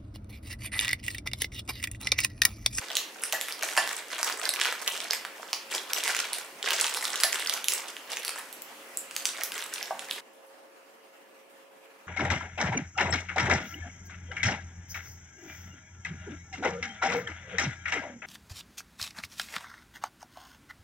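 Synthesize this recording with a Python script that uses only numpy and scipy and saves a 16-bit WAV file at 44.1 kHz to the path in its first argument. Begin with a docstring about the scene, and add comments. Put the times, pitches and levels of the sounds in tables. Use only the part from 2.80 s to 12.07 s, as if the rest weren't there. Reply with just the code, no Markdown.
"""First, hands squeeze a thin plastic piping bag on a wooden table in a hard-walled kitchen, close to stereo
microphones: flipping creases ring and crack over fine crackle, the nozzle excites wood and steel modes, and
echoes with a dense tail answer. Shaped noise (room air) and wavering sines (appliance hum) lie beneath.
At 7.4 s a fade of under 3 ms leads to a quieter scene: softer air, the hum and three faint film ticks."""
import sys
import numpy as np
from scipy import signal
from scipy.io import wavfile
from scipy.ndimage import uniform_filter1d

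SR = 44100
rng = np.random.default_rng(int(sys.argv[2]) if len(sys.argv) > 2 else 0)


def int16_out(signal):
    """Quantize to a 16-bit WAV file."""
    q = np.round(np.clip(np.atleast_2d(signal).T, -1, 1) * 32767)
    wavfile.write(sys.argv[1], SR, q.astype(np.int16))


N = 408807
EDIT_S = 7.405  # start of the quieter scene


def amp(db):
    """Decibels to gain."""
    return 10 ** (np.asarray(db) / 20)


def evened(x):
    """Scales to rms 1."""
    return x / np.sqrt(np.mean(x ** 2) + 1e-20)


def read(points, hz):
    """Interpolates a table on a log-frequency axis."""
    point_hz, value = np.transpose(points)
    return np.interp(np.log(hz + 1), np.log(point_hz + 1), value)


def add(mix, start_s, sound):
    """Adds a sound to both channels at a time."""
    part = mix[:, max(round(start_s * SR), 0):][:, :sound.shape[-1]]
    part += sound[..., :part.shape[-1]]


def panned(left_db):
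    """Channel gains that set left over right by left_db."""
    return amp([[left_db / 2], [-left_db / 2]])


def slow(top_hz):
    """Random drift of rms 1: 20 sines over the three octaves below top_hz."""
    t = np.arange(0, N + 256, 256) / SR
    rates_hz = np.geomspace(top_hz / 8, top_hz, 20)
    drift = sum(np.sin(2 * np.pi * (hz * t + rng.random())) for hz in rates_hz)
    return np.interp(np.arange(N) / SR, t, evened(drift))


# spectrum of room air and microphone hiss: (freq_hz, density_db)
AIR_COLOUR = [(130, -23.5), (300, -13), (450, -12), (640, -12), (1000, -14), (2800, -20), (3600, -27.5),
              (10000, -31.5), (15700, -35.5)]
# tilt of the air in the first scene: (freq_hz, gain_db)
FIRST_AIR_TILT = [(200, 0.5), (600, -2), (2500, 4.5), (6000, 6), (14000, 5.5)]
# left-right likeness of the air, first scene: (freq_hz, likeness_ratio)
FIRST_AIR_LIKENESS = [(60, 0.98), (380, 0.98), (2380, 0.14), (15000, 0.4)]
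# left-right likeness of the air, second scene: (freq_hz, likeness_ratio)
SECOND_AIR_LIKENESS = [(60, 0.35), (240, 0.28), (950, 0.072), (3770, 0.03), (15000, 0.07)]
FIRST_AIR_DB, SECOND_AIR_DB = -47.5, -55.5


def air():
    """Random short-time spectra with soft patches; the first scene louder and tilted, the second throbbing."""
    frames, hz = N // 256 + 5, np.fft.rfftfreq(1024, 1 / SR)
    a, b, c, d, patches = rng.standard_normal((frames, 513, 5)).T
    left, other = a + 1j * b, c + 1j * d
    soft = uniform_filter1d(uniform_filter1d(patches, 12, 0), 14, 1)
    colour_db = read(AIR_COLOUR, hz)[:, None] + 1.54 * evened(soft)
    first_tilt_db = read(FIRST_AIR_TILT, hz)[:, None]
    airs = []
    for likeness, tilt_db in ((FIRST_AIR_LIKENESS, first_tilt_db), (SECOND_AIR_LIKENESS, 0)):
        same = np.clip(read(likeness, hz), -1, 1)[:, None]
        right = same * left + np.sqrt(1 - same ** 2) * other
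        spectra = np.array([left, right]) * amp(colour_db + tilt_db)
        airs.append(evened(signal.istft(spectra, nperseg=1024, noverlap=768)[1][:, :N]))
    return amp(FIRST_AIR_DB) * airs[0], amp(SECOND_AIR_DB + 1.0 * slow(22)) * airs[1]


# appliance lines: (freq_hz, level_db)
HUM_LINES = [(442, -69.5), (543, -62.5), (1708, -75.5)]


def hum():
    """Two motor lines and a faint whine: sines wavering in level and phase."""
    t, out = np.arange(N) / SR, 0
    for hz, level_db in HUM_LINES:
        level = np.sqrt(2) * amp(level_db + 1.8 * slow(6.7))
        out = out + level * np.sin(2 * np.pi * (hz * t + 0.15 * slow(6.6)))
    return out


# decay of the room tail: (freq_hz, t60_s)
ROOM_DECAY = [(300, 0.32), (800, 0.38), (2500, 0.42), (6000, 0.28), (14000, 0.25)]
# strength of the tail: (freq_hz, gain_db)
ROOM_LEVEL = [(700, -5.5), (2500, -6.5), (9000, -2)]
# left-right likeness of the tail: (freq_hz, likeness_ratio)
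ROOM_LIKENESS = [(300, 1), (1000, 0.92), (3000, 0.6), (9000, 0.44)]
# single echoes: (delay_s, left_db, right_db)
ECHOES = [(.006, -15.5, -10.5), (0.0155, -17, -18)]


def kitchen(x):
    """Single echoes and a dense tail of sparse taps in which each band dies at its own speed."""
    taps = np.zeros((2, 20000))
    at = np.arange(440, 19980, 20) + rng.integers(0, 20, (2, 977))
    np.put_along_axis(taps, at, rng.choice([-1., 1.], at.shape), 1)
    hz, t, (a, b) = signal.stft(taps, SR, nperseg=256)
    same = np.clip(read(ROOM_LIKENESS, hz), 0, 1)[:, None]
    right = same * a + np.sqrt(1 - same ** 2) * b
    decaying = np.array([a, right]) * amp(-60 * t / read(ROOM_DECAY, hz)[:, None])
    coloured = decaying * amp(read(ROOM_LEVEL, hz))[:, None]
    even, tail = (signal.istft(part, SR, nperseg=256)[1] for part in (decaying, coloured))
    tail /= np.linalg.norm(even[0])  # scaled by the uncoloured tail
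    for delay_s, *level_db in ECHOES:
        tail[:, round(delay_s * SR)] += amp(level_db)
    return signal.fftconvolve(x.mean(0)[None], tail, axes=1)[:, :N]


def flick(hz, cycles, phase, apart):
    """A film patch flips: a few cycles swell and die, reaching the two channels 2 * apart samples apart."""
    turns = np.maximum(np.arange(-8, 440) - apart * np.array([[1], [-1]]), 0) * hz / SR
    burst = turns * np.exp(-turns / cycles) * np.sin(2 * np.pi * (turns + phase))
    burst = np.diff(burst, prepend=0)  # a small sheet radiates no bass
    return burst / abs(burst).max()


# faint ticks of the stretched bag: (start_s, level_db)
TICKS = [(7.5331, -57), (7.6633, -56), (8.6989, -59)]


def ticks():
    """The stretched bag ticks faintly: a flick convolved with a short airy noise tail."""
    out, t = np.zeros((2, N)), np.arange(3000) / SR
    for start_s, level_db in TICKS:
        tail = rng.standard_normal((2, 3000)) * amp(-10.0 - 60 * t / 0.28)
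        add(out, start_s, amp(level_db) * signal.fftconvolve(flick(9600, 0.5, 0, 1), tail, axes=1))
    return out


# nozzle and bag on the table: (start_s, level_db, steel_db, lowest_wood_db, middle_steel_db)
KNOCKS = [(.533, -23.5, -11, -0.5, -9), (.546, -32, -1.5, -11, -8), (.832, -26, -18, 1.5, -2),
          (.976, -18.5, -11.5, 0, -1), (.983, -29.5, -7, -2, 3), (2.596, -34, -45, -2.5, 4),
          (4.443, -24.5, -12.5, 1, -3), (7.107, -18, -50, -6.5, -3)]
# table top modes: (freq_hz, level_db, t60_s)
WOOD_MODES = [(670, 1.5, 0.049), (752.5, 8.5, 0.023), (881, -1, 0.032), (1148, -9.5, 0.043),
              (1590, -4, 0.017)]
# nozzle modes: (freq_hz, level_db, t60_s)
STEEL_MODES = [(1760, 3, 0.09), (1930, 3, 0.07), (2700, -1, 0.03), (4500, -5, 0.06), (5500, -4, 0.06),
               (7160, -2, 0.09), (9170, -4, 0.06), (12850, -4, 0.065)]


def ringing(modes, t):
    """Decaying sines, one per mode."""
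    return [amp(db - 60 * t / t60_s) * np.sin(2 * np.pi * hz * t) for hz, db, t60_s in modes]


def knocks():
    """Each blow rings wood and steel modes, weighted by where it lands; the steel chatters briefly."""
    out, t = np.zeros((2, N)), np.arange(SR // 4) / SR
    wood, steel = ringing(WOOD_MODES, t), ringing(STEEL_MODES, t)
    middle = np.array([2500 < hz < 10000 for hz, *_ in STEEL_MODES])
    give = 1 - np.exp(-(t / 0.0026) ** 2)  # the wood takes a moment to give way
    for start_s, level_db, steel_db, lowest_wood_db, middle_steel_db in KNOCKS:
        chatter = rng.standard_normal(1500) * amp(-21.5 - 60 * t[:1500] / 0.069)
        chatter[0] = 1  # the blow itself
        table = give * (amp(lowest_wood_db) * wood[0] + sum(wood[1:]))
        spot_db = 2 * rng.standard_normal(len(STEEL_MODES))
        modes = amp(spot_db + middle_steel_db * middle) @ steel
        cone = signal.fftconvolve(modes, chatter) + amp(-1.0) * np.pad(chatter, (0, len(t) - 1))
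        blow = table + amp(steel_db) * cone[:len(t)]
        add(out, start_s, amp(level_db) * panned(1.5) * blow)
    return out


# squeezes of the hands: (start_s, length_s, crackle_db, treble_db)
SQUEEZES = [(0.0, .1, -45.5, -9.5), (0.105, 0.086, -38.5, -17), (0.362, 0.34, -45, -5),
            (0.817, 0.37, -38.5, -5), (1.328, 0.58, -36.5, -9), (1.758, 0.14, -34, -19),
            (2.024, 0.23, -39, -4.5), (2.3, 0.023, -37, -25), (2.577, 0.23, -51.5, -11),
            (2.935, 0.027, -36.5, -7.5), (3.136, 0.29, -34, -6.5), (3.531, 0.044, -37.5, -3),
            (3.866, 0.21, -32, -10), (4.175, 0.18, -35.5, -4.5), (4.408, 0.35, -37, -3.5),
            (4.92, 0.14, -40, -4), (5.319, 0.27, -41.5, -4), (6.355, 0.19, -51, 2.5),
            (6.567, 0.055, -39, -17), (6.734, 0.12, -43, -0.5), (6.954, 0.091, -42, -5.5),
            (7.242, 0.19, -46, -4.5)]
GRIP_DB_PER_S, SAG_DB_PER_S, LET_GO_DB_PER_S, REST_DB = 287, 4, 186, -65.5


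def effort():
    """Each squeeze grips fast, sags while held and lets go; the strongest sets crackle level and treble."""
    start_s, length_s, peak_db, treble_db = np.transpose(SQUEEZES)[:, :, None]
    since_s = np.arange(0, N + 256, 256) / SR - start_s
    held_db = peak_db + np.minimum(since_s * GRIP_DB_PER_S, -since_s * SAG_DB_PER_S)
    shape_db = held_db - LET_GO_DB_PER_S * np.maximum(since_s - length_s, 0)
    level_db = np.maximum(shape_db.max(0), REST_DB)
    treble_db = uniform_filter1d(treble_db[shape_db.argmax(0), 0], size=7)
    return [np.interp(np.arange(N) / 256, np.arange(len(c)), c) for c in (level_db, treble_db)]


# colour of the crackle: (freq_hz, gain_db)
FILM_COLOUR = [(150, -46), (309, -5), (981, -2), (1910, 2.5), (2860, -1), (6870, -6.5), (9750, -12),
               (15100, -47)]


def crackle():
    """Thousands of small creases of all sizes, in clumps, coloured by the film."""
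    level_db, treble_db = effort()
    t = np.arange(N) / SR
    at = np.flatnonzero(rng.random(N) < 480 / SR * amp(6.0 * slow(35)))  # clumped onsets
    sizes = amp(2.85 * np.minimum(rng.exponential(1, N), 4)) * rng.choice([-1, 1], N)
    patch = rng.integers(0, 40, N)
    low, high = np.zeros((2, 2, N))
    for k, hz in enumerate(np.geomspace(400, 12000, num=40)):
        rattle = rng.standard_normal((1, 150)) * amp(-23.5 - 60 * t[:150] / 0.037)
        rattle[:, 0] = 1
        flip = flick(hz, rng.uniform(0.14, 1.1), rng.random(), rng.normal(0, 0.55))
        grain = signal.fftconvolve(flip, rattle)
        grain *= np.sqrt(hz) * amp(read(FILM_COLOUR, hz)) * panned(rng.normal(0, 5.8)) / np.linalg.norm(grain)
        for start in at[patch[at] == k]:
            add(high if hz > 6500 else low, start / SR, sizes[start] * grain)
    level = amp(level_db) * (t < EDIT_S)
    return level * (evened(low[:, :N]) + amp(treble_db) * evened(high[:, :N]))


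LESSER_COUNT, LESSER_OVER_DB, LESSER_SPREAD_DB = 190, 10, -0.5
LESSER_HZ, LESSER_OCTAVES, LESSER_TREBLE_DB = 3110, 0.65, -16.5


def lesser_snaps():
    """Lesser creases flip at random times, as strong as the squeeze of the moment; rows as in SNAPS."""
    start_s = rng.uniform(0, EDIT_S, LESSER_COUNT)
    size, pitch, sheen = rng.standard_normal((3, LESSER_COUNT))
    squeeze_db = effort()[0][(start_s * SR).astype(int)]
    level_db = squeeze_db + LESSER_OVER_DB + LESSER_SPREAD_DB * size
    pitch_hz = np.clip(LESSER_HZ * 2 ** (LESSER_OCTAVES * pitch), 900, 9500)
    return list(zip(start_s, level_db, pitch_hz, level_db + LESSER_TREBLE_DB + 5.2 * sheen))


# single creases that flip: (start_s, level_db, pitch_hz, treble_db)
SNAPS = [(0.1159, -20.5, 2850, -38), (0.1535, -15.5, 3230, -27), (0.1685, -12, 3040, -22),
         (0.4363, -18, 2460, -24.5), (0.5247, -13, 2920, -26.5), (0.5303, -19, 1860, -28.5),
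         (0.612, -14.5, 3530, -27.5), (0.6847, -20.5, 2040, -36.5), (0.7236, -19, 4900, -39),
         (0.8251, -18.5, 1850, -33.5), (0.8325, -19.5, 2510, -26), (0.9514, -24, 2620, -42),
         (0.9668, -16, 1920, -31), (0.9752, -14, 930, -20.5), (1.0752, -22, 1600, -32),
         (1.0912, -19, 3200, -39), (1.1132, -24, 1460, -37), (1.3319, -21, 1470, -52),
         (1.3822, -25, 1760, -37), (1.4297, -18.5, 1480, -22.5), (1.4982, -18, 1510, -33),
         (1.6544, -12, 4690, -31), (1.6911, -10.5, 3820, -21.5), (1.738, -15, 5470, -31),
         (1.7685, -20.5, 2610, -46), (1.8139, -8.5, 2730, -27), (1.8484, -14, 2470, -37),
         (1.855, -11.5, 1460, -28.5), (1.925, -17, 1550, -32), (2.0767, -8.5, 2960, -23.5),
         (2.203, -18, 3200, -34), (2.3083, -6.5, 4960, -32), (2.3326, -18.5, 1770, -27.5),
         (2.4498, -20.5, 1720, -37.5), (2.6302, -26, 1180, -56), (2.7303, -21, 1070, -22.5),
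         (2.9253, -19, 2650, -46), (2.9803, -17, 3400, -44), (3.1331, -14.5, 3030, -22),
         (3.2076, -23, 3260, -38), (3.2776, -17, 2000, -26.5), (3.3481, -15.5, 1990, -31),
         (3.366, -16.5, 2300, -27.5), (3.3902, -13, 2920, -28.5), (3.4007, -18, 1960, -25.5),
         (3.5316, -18, 4200, -27), (3.8276, -15.5, 3340, -36), (3.8596, -19, 2870, -46),
         (3.888, -14.5, 2510, -32), (3.9062, -10, 2800, -27), (3.9315, -20, 2450, -31),
         (3.9987, -17, 3200, -27), (4.0115, -15, 5030, -19.5), (4.043, -12.5, 3030, -29),
         (4.0662, -19.5, 3100, -27.5), (4.1395, -18.5, 8490, -32), (4.1464, -23, 2240, -30),
         (4.1716, -26.5, 969, -28.5), (4.225, -25, 2180, -39), (4.2528, -13.5, 3550, -31),
         (4.357, -16, 3230, -30), (4.4013, -19, 2390, -26), (4.435, -9, 1920, -15.5),
         (4.5287, -14.5, 2700, -27), (4.6032, -20.5, 2910, -37), (4.6604, -18, 3120, -45),
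         (4.6725, -13.5, 4720, -33), (4.6962, -12, 3200, -24), (4.7381, -16, 6100, -28),
         (4.7755, -22.5, 2450, -44), (4.8427, -17, 3380, -30), (4.8837, -10.5, 2900, -19),
         (4.9209, -18, 2310, -26.5), (4.936, -13.5, 7860, -27), (5.1666, -21.5, 2920, -48),
         (5.3183, -23, 5480, -37), (5.3702, -18, 2430, -33.5), (5.4488, -23, 3030, -29),
         (5.4797, -14.5, 4520, -32), (5.4921, -19, 2400, -32), (5.7272, -24.5, 8200, -38),
         (5.8202, -28, 8800, -34.5), (6.172, -16, 7470, -28), (6.3106, -25.5, 2520, -40),
         (6.3639, -21.5, 2680, -26.5), (6.4543, -14.5, 2260, -20.5), (6.4892, -29.5, 1100, -31.5),
         (6.635, -20, 8500, -24.5), (6.7195, -22.5, 2500, -35), (6.779, -20.5, 2700, -34),
         (6.8239, -18.5, 3570, -43), (6.938, -21.5, 5750, -30), (7.0274, -17.5, 5380, -38),
         (7.1931, -24, 3200, -35.5), (7.3106, -12.5, 3100, -36)]
RING_S, CRACK_T60_S = 0.00026, 0.004  # swell time of the patch, decay of the crack


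def snaps():
    """Each crease: a patch ring, a duller neighbour and a wide crack, the last two with quick after-flips."""
    out, t = np.zeros((2, N)), np.arange(800) / SR
    for start_s, level_db, hz, treble_db in list(SNAPS) + lesser_snaps():
        u, (left_db, apart) = rng.random(4), rng.standard_normal(2)
        rattle = rng.standard_normal((1, 800)) * amp(-14.0 - 60 * t / 0.083)
        rattle *= rng.random(rattle.shape) < 1200 / SR  # separate after-flips
        rattle[:, 0] = 1
        ring = flick(hz, np.clip(RING_S * hz, .5, 1.8), u[0], 0.52 * apart)
        neighbour = flick(max(hz * (0.45 + 0.41 * u[1]), 900), 0.34, u[2], 1.3 * apart)
        body = np.pad(ring, ((0, 0), (0, len(t) - 1))) + amp(-4.0) * signal.fftconvolve(neighbour, rattle)
        sharp = flick(9000 + 1500 * u[3], 0.8, u[2], 0.5 * apart)
        wide = amp(7.5) * flick(np.sqrt(hz * 9000), 0.22, u[1], 0.69 * apart)
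        spread = rng.standard_normal((1, 300)) * amp(-60 * t[:300] / CRACK_T60_S)
        crack = signal.fftconvolve(signal.fftconvolve(sharp + wide, spread), rattle)
        crack /= np.sqrt((crack[0] ** 2).sum() / (0.005 * SR))  # left energy as rms over 5 ms
        add(out, start_s + .0002, panned(left_db) * amp(level_db) * body / abs(body).max())
        add(out, start_s + .0003, panned(left_db) * amp(treble_db) * crack)
    return out


def scene():
    """The squeezed bag in its room, then the quieter scene, joined by a short fade."""
    bag, t = crackle() + snaps() + knocks(), np.arange(N) / SR
    turn = 2 * np.pi * 1.7 * t  # two random tails blend in a steady rotation, so the echo colour keeps changing
    room = kitchen(bag * np.cos(turn)) + kitchen(bag * np.sin(turn))
    first_air, second_air = (panned(1.2) * part for part in air())
    first = bag + room + first_air + amp(1.0) * hum()
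    second = ticks() + second_air + hum()
    after_edit = np.clip((t - EDIT_S) / 0.0027, 0, 1)
    return first * (1 - after_edit) + second * after_edit


EDGE_HZ = 15800


def record(dry):
    """The microphone drops the bass and leans right; a low-pass then limits the band."""
    bass_cut = signal.butter(3, 210, "highpass", fs=SR, output="sos")
    thin = panned(-1.86) * signal.sosfilt(bass_cut, dry)
    band_limit = signal.firwin(511, EDGE_HZ, window=("kaiser", 9), fs=SR)
    return signal.oaconvolve(thin, band_limit[None], "same")


dry = scene()
out = record(dry)
int16_out(out)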